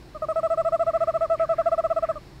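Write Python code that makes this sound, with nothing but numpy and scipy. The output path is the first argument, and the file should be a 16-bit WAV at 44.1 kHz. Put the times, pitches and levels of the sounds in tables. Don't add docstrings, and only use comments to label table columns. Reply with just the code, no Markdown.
import sys
import numpy as np
from scipy import signal
from scipy.fft import rfft, irfft
from scipy.io import wavfile
from scipy.ndimage import uniform_filter1d

SR = 44100
rng = np.random.default_rng(int(sys.argv[2]) if len(sys.argv) > 2 else 0)


def put_to_file(sound):
    columns = np.atleast_2d(sound).T
    safe = np.clip(columns, -1, 1)
    whole_steps = np.round(safe * 32767)
    wavfile.write(sys.argv[1], SR, whole_steps.astype(np.int16))


N = 105840

# frequency in Hz, relative density in dB.
OUTDOORS_SPECTRUM = [(15, -13.5), (25, -1), (55, 3.5), (90, -6), (128, 3), (175, -7), (250, -9),
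                     (340, -4.5), (460, -14), (800, -16.5), (1300, -21), (2000, -22.5), (3200, -29.5),
                     (4400, -25), (4900, -29.5), (5400, -26), (5750, -35), (8000, -37), (10000, -41),
                     (15500, -44.5)]
# start in seconds, length in seconds, level of the fundamental at its
# top in dB, top pitch in Hz, scoop up to the top in Hz, place of the top as a share of the length.
HOOTS = [(0.1481, 0.032, -32.5, 622.6, 14, 0.27), (0.2211, 0.034, -21.5, 636.5, 43, 0.11),
         (0.2866, 0.044, -20, 643, 8.3, 0.53), (0.3595, 0.046, -17.5, 656, 13, 0.57),
         (0.432, 0.047, -16.5, 660.7, 18, 0.47), (0.5023, 0.049, -16.5, 665.7, 30, 0.47),
         (0.5752, 0.048, -15.7, 666.7, 35, 0.57), (0.6497, 0.046, -15.5, 670, 44, 0.59),
         (0.7226, 0.046, -14.5, 673.7, 49, 0.5), (0.7951, 0.046, -15, 675.8, 48, 0.48),
         (0.8669, 0.045, -15.2, 671.4, 51, 0.46), (0.9357, 0.045, -15.5, 671, 57, 0.54),
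         (1.0061, 0.041, -15, 670.3, 48, 0.53), (1.0737, 0.04, -15.5, 667.6, 62, 0.43),
         (1.1405, 0.04, -16, 665, 45, 0.48), (1.2095, 0.054, -16.1, 665, 42, 0.35),
         (1.3, 0.06, -15.5, 666, 33, 0.29), (1.398, 0.058, -15.9, 661.5, 27, 0.32),
         (1.4929, 0.053, -15, 666.6, 29, 0.29), (1.5842, 0.039, -14.5, 672, 37, 0.31),
         (1.6595, 0.036, -13.5, 679, 40, 0.38), (1.7175, 0.036, -14.5, 670.5, 54, 0.42),
         (1.7794, 0.033, -15.0, 669, 37, 0.54), (1.8398, 0.034, -15.5, 664.4, 42, 0.35),
         (1.9025, 0.032, -15.8, 665.4, 29, 0.47), (1.9634, 0.033, -16.0, 663, 32, 0.4),
         (2.026, 0.032, -16.5, 663, 28, 0.42), (2.0893, 0.032, -17.0, 658, 33, 0.38),
         (2.1566, 0.028, -31.5, 615, 14, 0.28)]
# time in seconds, knock level in dB, lead-in level in dB,
# both against the driven fundamental.
VOICE_CATCH = [(.15, -28, -17), (0.231, -11.5, -16), (.3, -12, -12.5), (.43, -11, -9), (0.519, -20, -4.5),
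               (.65, -29, 0), (1.299, -16.5, -3.5), (1.66, -19.5, -3), (2.1, -22, -3)]
# frequency in Hz, level in dB against the fully driven fundamental.
OVERTONE_SPECTRUM = [(1700, -27), (2000, -31.5), (2650, -37), (3300, -45.5), (4000, -53.5), (5300, -66.5),
                     (6600, -69.5), (14000, -93)]
# frequency in Hz, level in dB against the driven fundamental.
SHEEN_SPECTRUM = [(4500, -71), (5900, -60), (6600, -56.5), (7400, -59), (8600, -65), (9800, -77.5),
                  (11000, -69.5), (12000, -69), (13000, -70), (14000, -82)]
# time in seconds, centre in Hz, level in dB.
GLINT_TRACK = [(.23, 8940, -50), (.3, 8310, -37.5), (.38, 7940, -43), (0.599, 7830, -41),
               (0.949, 7770, -46), (1.45, 7680, -52), (1.68, 7950, -50), (2.099, 7800, -46.5)]
# frequency in Hz, relative density in dB.
AIR_SPECTRUM = [(300, -18), (700, 5.5), (1400, -8.5), (2500, -9.5), (5000, -20.5), (8000, -17),
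                (10000, -26), (15000, -32)]
# middle in seconds, half length (to 1/e) in seconds, level in dB,
# centre in Hz, width (at -6 dB) in Hz.
RUSTLES = [(1.02, 0.14, -54.5, 1850, 700), (1.23, .04, -56, 1890, 900), (1.408, 0.026, -46.5, 2030, 900),
           (1.49, 0.1, -53.5, 1550, 250), (1.575, 0.052, -53.5, 1920, 900), (1.63, 0.065, -53, 1560, 350),
           (1.8, 0.19, -62, 1710, 700), (2.056, 0.032, -48.5, 1800, 900), (2.125, 0.043, -55, 1600, 400)]

OUTDOORS_DB, OUTDOORS_DRIFT_DB = -45, 0.13
REST_HZ, FULL_HZ = 553.4, 660.3
SAG_SHARE = 0.5
DROP_LEAD_S, DROP_S = 0.005, 0.0025
ATTACK_S, RELEASE_S, RELEASE_LEAD_S = 0.00074, 0.0015, 0.0018
TAIL_S, TAIL_LAG_S = 0.003, 0.0011
LEAD_IN_S = 0.0024
CATCH_HZ, CATCH_DECAY_S = 813, 0.0014
SWELL_DB_PER_HZ, OVERTONE_SWELL_DB_PER_HZ = 0.1694, 0.2
OCTAVE_HZ, OCTAVE_WIDTH_HZ, OCTAVE_DB = 1220, 257, -10
GLINT_WIDTH_HZ = 420
SHEEN_FLICKER_DB, SHEEN_FLICKER_PER_S = 3.5, 120
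JITTER_SHARE, SHIMMER_DB = 0.00067, 0.5
AIR_DB = -46.5
ECHO_DB, ECHO_T60_S, ECHO_DELAY_S = -26.5, 0.12, 0.022
RUSTLE_UNEVENNESS_DB = 1.3
TOP_HZ = 15600


def undb(db):
    return 10 ** (np.asarray(db) / 20)


def colour(hz, points):
    point_hz, point_db = np.array(points).T
    return undb(np.interp(np.log(np.maximum(hz, 1)), np.log(point_hz), point_db))


def noise(points):
    spectrum = rfft(rng.standard_normal(N)) * colour(np.fft.rfftfreq(N, 1 / SR), points)
    x = irfft(spectrum, N)
    return x / x.std()


def walk(rate_per_s):
    k = max(int(SR / rate_per_s), 1)
    x = uniform_filter1d(rng.standard_normal(N), k, mode="wrap")
    x = uniform_filter1d(x, k, mode="wrap")
    return x / x.std()


def step(x):
    return 0.5 + 0.5 * np.tanh(x / 2)


def resonance(hz, centre_hz, width_hz):
    return 1 / np.hypot(1, 2 * (hz - centre_hz) / width_hz)


def outdoors():
    return undb(OUTDOORS_DB + OUTDOORS_DRIFT_DB * walk(3.9)) * noise(OUTDOORS_SPECTRUM)


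def hoot_pitch(t, length, top_hz, scoop_hz, crest):
    def closing(at):
        return step((length - DROP_LEAD_S - at) / DROP_S)

    u = np.clip(t / length, 0, 1)
    crest = np.clip(crest, 0.05, 0.9)
    rise = np.maximum(1 - u / crest, 0) ** 1.8
    fall = (np.maximum(u - crest, 0) / (1 - crest)) ** 1.7
    drop = np.minimum(closing(t) / closing(crest * length), 1)
    tension = (1 - SAG_SHARE * fall) * drop
    return REST_HZ + (top_hz - REST_HZ) * tension - scoop_hz * rise


def overtones(start, hz, phase):
    when, centre, level = np.array(GLINT_TRACK).T
    glint_hz = np.interp(start, when, centre)
    glint_db = np.interp(start, when, level)
    swell = undb(OVERTONE_SWELL_DB_PER_HZ * (hz - FULL_HZ))
    t, out = np.arange(len(hz)) / SR, 0
    for k in range(3, 22):
        chance = rng.standard_normal(size=32)
        flicker_db = SHEEN_FLICKER_DB * np.interp(t * SHEEN_FLICKER_PER_S, np.arange(len(chance)), chance)
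        low = swell * colour(k * hz, OVERTONE_SPECTRUM)
        glint = undb(glint_db) * resonance(k * hz, glint_hz, GLINT_WIDTH_HZ) ** 2
        high = undb(flicker_db) * (colour(k * hz, SHEEN_SPECTRUM) + glint)
        out = out + (low + high) * np.sin(k * phase)
    return out


def hoot(t, waver, start, length, db, top_hz, scoop_hz, crest):
    when, knocks_db, lead_ins_db = np.array(VOICE_CATCH).T
    knock_db = np.interp(start, when, knocks_db)
    lead_in_db = np.interp(start, when, lead_ins_db)

    hz = hoot_pitch(t, length, top_hz, scoop_hz, crest) * waver
    phase = -2 * np.pi * np.cumsum(hz) / SR
    phase -= np.interp(0, t, phase)

    onset = step(t / ATTACK_S)
    gate = onset * step((length - RELEASE_LEAD_S - t) / RELEASE_S)
    lead_in = undb(lead_in_db) * step(t / LEAD_IN_S) * (1 - onset)
    ringing = onset * step((length + TAIL_LAG_S - t) / TAIL_S)

    swell = undb(SWELL_DB_PER_HZ * (hz - FULL_HZ))
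    fundamental = (ringing + lead_in) * swell * np.sin(phase)
    throat = undb(OCTAVE_DB) * resonance(2 * hz, OCTAVE_HZ, OCTAVE_WIDTH_HZ)
    octave = gate * throat * np.sin(2 * phase)
    since = np.maximum(t, 0)
    knock = undb(knock_db) * np.exp(-since / CATCH_DECAY_S) * np.sin(2 * np.pi * CATCH_HZ * since)
    tone = fundamental + octave + gate * overtones(start, hz, phase) - knock

    drive = undb(db - SWELL_DB_PER_HZ * (top_hz - FULL_HZ))
    return drive * tone, drive * gate


def owl():
    t = np.arange(N) / SR
    voice, flow = np.zeros(N), np.zeros(N)
    waver = 1 + JITTER_SHARE * walk(200)
    for row in HOOTS:
        start, length = row[:2]
        span = (t > start - 0.02) & (t < start + length + 0.03)
        tone, gate = hoot(t[span] - start, waver[span], *row)
        voice[span] += tone
        flow[span] += gate
    air = undb(AIR_DB) * flow * noise(AIR_SPECTRUM)
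    return voice * undb(SHIMMER_DB * walk(230)) + air


def trees(x):
    t = np.arange(SR // 2) / SR
    decay = np.exp(-np.log(1000) * t / ECHO_T60_S)
    tail = rng.standard_normal(len(t)) * decay * (t > ECHO_DELAY_S)
    return undb(ECHO_DB) * signal.fftconvolve(x, tail / np.linalg.norm(tail))[:N]


def rustles():
    t, hz, out = np.arange(N) / SR, np.fft.rfftfreq(N, 1 / SR), 0
    for middle_s, half_s, db, centre_hz, width_hz in RUSTLES:
        band = irfft(rfft(rng.standard_normal(N)) * resonance(hz, centre_hz, width_hz) ** 2, N)
        swell = np.exp(-((t - middle_s) / half_s) ** 2)
        out = out + undb(db) * swell * band / band.std()
    return out * undb(RUSTLE_UNEVENNESS_DB * walk(90))


def scene():
    call = owl()
    return (outdoors() + call + trees(call) + rustles())[None]


def record(dry):
    low_pass = signal.ellip(10, 0.1, 90, TOP_HZ, fs=SR, output="sos")
    return signal.sosfilt(low_pass, dry)


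dry = scene()
out = record(dry)
put_to_file(out)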